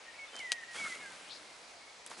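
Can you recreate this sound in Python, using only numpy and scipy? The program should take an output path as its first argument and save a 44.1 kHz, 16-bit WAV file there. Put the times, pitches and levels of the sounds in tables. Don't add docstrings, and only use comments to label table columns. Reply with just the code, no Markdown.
import sys
import numpy as np
from scipy import signal
from scipy.fft import rfft, irfft
from scipy.io import wavfile

SR = 44100
rng = np.random.default_rng(int(sys.argv[2]) if len(sys.argv) > 2 else 0)


def gain_from_db(level_db):
    decades = np.asarray(level_db, float) / 20
    return 10 ** decades


def wav_out(sig):
    wavfile.write(sys.argv[1], SR, np.round(np.clip(np.atleast_2d(sig).T, -1, 1) * 32767).astype(np.int16))


N = 97020
T = np.arange(N) / SR


def rms_one(x):
    return x / np.sqrt(np.mean(x ** 2) + 1e-20)


def in_time(rows):
    s, *columns = np.transpose(rows)
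    return [np.interp(T, s, column) for column in columns]


def at_hz(points, hz):
    points = np.array(points)
    return np.interp(np.log(hz), np.log(points[:, 0]), points[:, 1])


def drift(rate_hz):
    step = 40
    r = np.exp(-2 * np.pi * rate_hz * step / SR)
    settle = 2000
    white = rng.standard_normal(N // step + settle + 2)
    slow = signal.lfilter([1], [1, -2 * r, r * r], white)[settle:]
    return np.interp(np.arange(N) / step, np.arange(len(slow)), rms_one(slow))


def ring(clicks, hz, t60_s):
    r, w = gain_from_db(-60 / (t60_s * SR)), 2 * np.pi * hz / SR
    return signal.lfilter([0, np.sin(w)], [1, -2 * r * np.cos(w), r * r], clicks + 1e-18)


def pan(x, db):
    return x * gain_from_db(np.array([[db / 2], [-db / 2]]))


def low_cut(x, hz):
    return signal.sosfilt(signal.butter(3, hz, "high", fs=SR, output="sos"), x)


def grains(rate_per_s, spread_db):
    size = gain_from_db(spread_db * np.minimum(rng.exponential(1, N), 5))
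    return size * rng.choice([-1, 1], N) * (rng.random(N) < rate_per_s / SR)


def moving_band(rows, width_hz, pan_db):
    hz, db = in_time(rows)
    lowpass = signal.butter(2, width_hz / 2, fs=SR, output="sos")
    low = signal.sosfilt(lowpass, rng.standard_normal((2, N)))
    phase = 2 * np.pi * np.cumsum(hz) / SR
    band = low[0] * np.cos(phase) + low[1] * np.sin(phase)
    return pan(rms_one(band) * gain_from_db(db), pan_db)


def contacts(rows, cycles):
    out = np.zeros((2, N))
    detune = rng.uniform(-1, 1, (len(rows), 3))
    click = np.r_[1., np.zeros(2500)]
    for (s, db, hz, pan_db), shifts in zip(rows, detune):
        y = 0
        for ratio, shift, gain in zip((.8, 1, 1.22), shifts, (.6, 1, .6)):
            pitch = min(hz * ratio * (1 + 0.027 * shift), 11500)
            y = y + ring(click, pitch, cycles / hz) * gain
        y = low_cut(y, .75 * hz)
        peak = np.abs(y).argmax()
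        i = int(s * SR) - peak
        hit = pan(y / np.abs(y[peak]) * gain_from_db(db), pan_db)
        out[:, i:i + len(y)] += hit[:, :N - i]
    return out


def soil():
    # t/s, fine rustle level/dB, coarse crumb level/dB
    hand = [(0, -73.5, -65), (.31, -63.5, -75), (.35, -56, -57.5), (.40, -56, -62), (.48, -60, -70),
            (.69, -65, -68), (.73, -52.5, -65), (.76, -45.5, -52), (.86, -46.5, -53), (.94, -48, -61.5),
            (1.0, -55.5, -54), (1.25, -57.5, -59.5), (1.4, -59, -58.5), (1.7, -63, -67), (2.05, -102, -79),
            (2.065, -50, -59), (2.09, -65, -64), (2.11, -50, -53), (2.16, -60, -61), (2.2, -49, -50)]
    # f/Hz, density level/dB
    rustle = [(1200, -22), (2000, -5), (2800, -4.5), (3600, -5.5), (5500, -8), (7500, -8), (9500, -10.5),
              (12000, -13)]
    # t/s, level/dB
    pour = [(.74, -69), (.76, -49.5), (.79, -56.5), (.82, -54), (.87, -45), (.89, -58), (.95, -57),
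            (1.0, -69.5)]
    # f/Hz, bandwidth/Hz
    wall_modes = [(1290, 53), (1380, 79), (1450, 210), (1570, 110)]
    fine_db, coarse_db = in_time(hand)

    grit = grains(11000, spread_db=3.5)
    colour = gain_from_db(at_hz(rustle, np.fft.rfftfreq(N, 1 / SR) + 1))
    fine = rms_one(irfft(rfft(grit) * colour, N)) * gain_from_db(fine_db + 0.65 * drift(37))

    crumbs, dealt = grains(1500, spread_db=3.0), rng.integers(0, 16, N)
    coarse = 0
    for k, hz in enumerate(np.geomspace(193, 1800, num=16)):
        coarse = coarse + ring(crumbs * (dealt == k), hz, 6 / hz) * (hz / 1000) ** 1.32
    coarse = rms_one(low_cut(coarse, 140)) * gain_from_db(coarse_db)

    wall = sum(ring(grains(600, spread_db=3.5), hz, 2.2 / width) for hz, width in wall_modes)
    wall = rms_one(low_cut(wall, 1220)) * gain_from_db(in_time(pour)[0])
    return pan(fine + coarse + wall, -1.5)


def snap():
    # t/s, peak level of the ringing/dB, pan/dB
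    s, db, pan_db = (.5194, -10.5, 2.5)
    # f/Hz, level/dB, t60/s
    modes = [(1600, -33, 0.0026), (2400, -18, 0.0025), (3240, -2.5, 0.0037), (3890, 0, 0.00416),
             (4770, 1, 0.0032), (6320, -1.5, 0.0056), (7930, -7, 0.0049), (8650, -7, 0.0013)]
    # delay/s, level/dB (all but the
    returns = np.array([(0, 0), (-.0004, -14), (.0007, -11), (.0018, -15), (.0032, -14), (.006, -17),
                        (.0073, -15), (.0085, -18), (.015, -25)])
    delays_s, returns_db = returns.T
    tail_db, tail_t60_s = -23, .07

    crack = 0
    for hz, level_db, t60_s in modes:
        chance_db = rng.normal(0, 3, len(returns)) * (delays_s != 0)
        clicks = np.zeros(N)
        clicks[((s + delays_s) * SR).astype(int)] = gain_from_db(returns_db + level_db + chance_db)
        crack = crack + ring(clicks, hz, t60_s)
    crack = low_cut(crack, 1500)
    crack = np.roll(crack / np.abs(crack).max(), int(s * SR) - np.abs(crack).argmax())

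    bandpass = signal.butter(2, [1800, 8000], "band", fs=SR, output="sos")
    mid, side = signal.sosfilt(bandpass, rng.standard_normal((2, N)))
    decay = (T > s) * gain_from_db(tail_db - 60 * np.maximum(T - s, 0) / tail_t60_s)
    tail = (mid + 0.36 * side * [[1], [-1]]) * decay
    return pan(crack + tail, pan_db) * gain_from_db(db)


def taps():
    # t/s, peak level/dB, centre f/Hz, pan/dB
    lumps = [(.3325, -45.5, 600, 0), (.343, -39, 1410, 2.5), (.3515, -41.5, 1310, 6.5), (.354, -43, 604, 1),
             (.3585, -47, 547, 2), (.366, -37.5, 1500, 3), (.368, -47.5, 620, 2.5), (.3908, -45, 1190, 5.5),
             (.3945, -42.5, 750, 0), (.4105, -46, 712, 2), (.437, -45, 570, 0), (.5222, -38.5, 630, -1),
             (.5226, -43, 840, -1), (.5265, -42.5, 760, 1), (.756, -45, 543, -0.5), (.787, -46, 650, 0),
             (.82, -51, 194, 1.5), (.846, -49.5, 201, 1.5), (.96, -51, 447, 6), (2.064, -41, 1410, 1.5),
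             (2.1153, -35.5, 1004, 1), (2.1173, -38.5, 1120, 3), (2.1197, -40, 850, 0),
             (2.138, -40, 1340, 1), (2.143, -46, 1010, 4), (2.18, -49.5, 427, 0)]
    return contacts(lumps, cycles=5.0)


def ticks():
    # t/s, peak level/dB, centre f/Hz, pan/dB
    bits = [(.3561, -33.5, 4960, 4.5), (.3651, -30.5, 6200, 5), (.372, -51.5, 5000, 1),
            (.391, -37, 5500, 1.5), (.3932, -31.5, 5160, 4.5), (.394, -49, 5940, 1.5),
            (.4035, -39, 8500, 1), (.435, -47, 7500, 0), (1.121, -39.5, 8500, -3), (2.0638, -26, 8700, 1),
            (2.075, -34, 8000, 5), (2.1008, -36, 9000, 5), (2.107, -47, 7000, 0), (2.1152, -44.5, 9500, 5),
            (2.187, -39, 8500, 7)]
    return contacts(bits, cycles=10.0)


def finger_wipe():
    # t/s, centre f/Hz, level/dB
    stroke = [(1.27, 2400, -61), (1.29, 2900, -56), (1.31, 3900, -49), (1.335, 4400, -49.5),
              (1.352, 4700, -53), (1.365, 4500, -54), (1.4, 4500, -72.5)]
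    return moving_band(stroke, width_hz=1270, pan_db=7.5)


def whistle(rows, pan_db):
    hz, db = in_time(rows)
    edge_s = 0.011
    edge = np.clip(np.minimum(T - rows[0][0], rows[-1][0] - T) / edge_s + .5, 0, 1)
    tone = np.sin(2 * np.pi * np.cumsum(hz) / SR + rng.uniform(0, 2 * np.pi))
    return pan(np.sqrt(2) * edge * gain_from_db(db) * tone, pan_db)


def birds():
    # t/s, f/Hz, level/dB
    whistle_a = [(0.395, 2337, -59), (0.403, 2245, -41.5), (0.421, 2057, -46), (0.467, 1985, -42.5),
                 (0.475, 1937, -48.5), (0.521, 1912, -40), (0.573, 1873, -51), (0.585, 1846, -44.5),
                 (0.603, 1848, -56), (0.631, 1812, -52.5), (0.638, 1824, -38.5)]
    whistle_b = [(0.76, 2126, -52.5), (0.768, 2153, -54), (0.79, 2280, -43.5), (0.844, 2189, -38.5),
                 (0.88, 2125, -45.5), (0.886, 2079, -54), (0.924, 2012, -41.5), (0.945, 1976, -51)]
    whistle_c = [(0.323, 3180, -64), (0.336, 3080, -53.5), (.385, 3100, -48), (0.398, 2950, -50),
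                 (.408, 2900, -51.5), (.42, 2750, -64)]
    whistle_d = [(1.012, 1686, -60), (1.031, 1700, -54), (1.062, 1600, -48), (1.105, 1565, -59.5),
                 (1.118, 1530, -61), (1.145, 1554, -59), (1.155, 1490, -60)]
    # start t/s, length/s, first f/Hz, last f/Hz, level/dB, pan/dB
    notes = [(.055, .05, 1880, 1850, -58, 0), (.185, .07, 2240, 2180, -48, 0),
             (.56, .09, 2080, 1920, -58, 0), (.64, .025, 1900, 1830, -58, 0),
             (.25, .05, 2560, 2580, -65, 0), (.275, .025, 3560, 3540, -63, 0),
             (.41, .04, 3090, 3090, -61, 0), (.48, .1, 3100, 3090, -66, 0), (.68, .087, 1915, 1850, -52, 0),
             (.752, .045, 3170, 3420, -52, 0), (.82, .07, 2270, 2260, -60, 0),
             (.9, .08, 2250, 2230, -57, 0), (.93, .05, 2100, 2100, -58, 0), (.99, .05, 2200, 2140, -53, 0),
             (1.045, .06, 2090, 2040, -56, 0), (1.745, .04, 690, 680, -62, 0),
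             (1.19, .06, 1600, 1550, -64, 0), (1.43, .15, 2170, 2040, -65, 0),
             (1.808, .035, 2150, 2220, -58, 0), (1.87, .045, 2190, 2240, -57, 0),
             (2.138, .02, 4350, 4400, -66, 0), (2.158, .03, 4800, 4950, -68, 0)]
    yard_t60_s, yard_db = 0.24, -10

    calls = sum(whistle(rows, -1) for rows in (whistle_a, whistle_b, whistle_c, whistle_d))
    for s, length, first, last, db, pan_db in notes:
        note = whistle([(s, first, db), (s + length, last, db)], pan_db)
        waver_db = 1.2 + .15 * max(-48.5 - db, 0)
        calls = calls + note * gain_from_db(waver_db * drift(30))

    t = T[:SR // 2]
    echo = rng.standard_normal((2, len(t))) * gain_from_db(-60 * t / yard_t60_s) * (t > .012)
    echo = echo / np.sqrt((echo ** 2).sum(axis=1)[:, None])
    return calls + gain_from_db(yard_db) * signal.fftconvolve(calls, echo, axes=1)[:, :N]


def far_buzz():
    # t/s, centre f/Hz, level/dB
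    buzz = [(.12, 2100, -85), (.135, 2100, -58), (.18, 2000, -61), (.2, 1900, -81.5)]
    return moving_band(buzz, width_hz=640, pan_db=-1)


def outdoor_hush():
    # f/Hz, relative density level/dB
    spectrum = [(25, -35.5), (50, -16.5), (100, -21.5), (200, -16.5), (350, -10.5), (560, -6), (1030, -5.5),
                (1440, -11), (2200, -6.5), (2880, -12.5), (3500, -10.5), (4570, -11), (7000, -15.5),
                (10000, -24), (13000, -26.5)]
    # f/Hz, left-right likeness (1 = the same)
    likeness = [(60, 0.94), (170, 0.86), (490, 0.86), (1410, 0.33), (4060, 0.59), (11600, 1)]
    white = rng.standard_normal((2, 2, N))
    out, edges = 0, 25 * 2 ** np.arange(0, 9.1, 1 / 3)
    for k, (bottom, top) in enumerate(zip(edges, edges[1:])):
        bandpass = signal.butter(2, [bottom, top], "band", fs=SR, output="sos")
        mid, side = signal.sosfilt(bandpass, white[k % 2])
        hz = np.sqrt(bottom * top)
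        alike = np.clip(at_hz(likeness, hz), -1, 1)
        gain = gain_from_db(at_hz(spectrum, hz) + 1.0 * drift(7.3))
        out = out + gain * (np.sqrt(1 + alike) * mid + np.sqrt(1 - alike) * side * [[1], [-1]])
    return gain_from_db(-54.5) * rms_one(out)


def scene():
    digging = soil() + snap() + taps() + ticks() + finger_wipe()
    return digging + birds() + far_buzz() + outdoor_hush()


def low_pass(x):
    return signal.sosfilt(signal.butter(12, 12230, fs=SR, output="sos"), x)


def record(dry):
    lowpass = signal.ellip(12, .5, 50, 11060, fs=SR, output="sos")
    mix = signal.sosfilt(lowpass, dry)
    return low_pass(mix)


dry = scene()
out = record(dry)
wav_out(out)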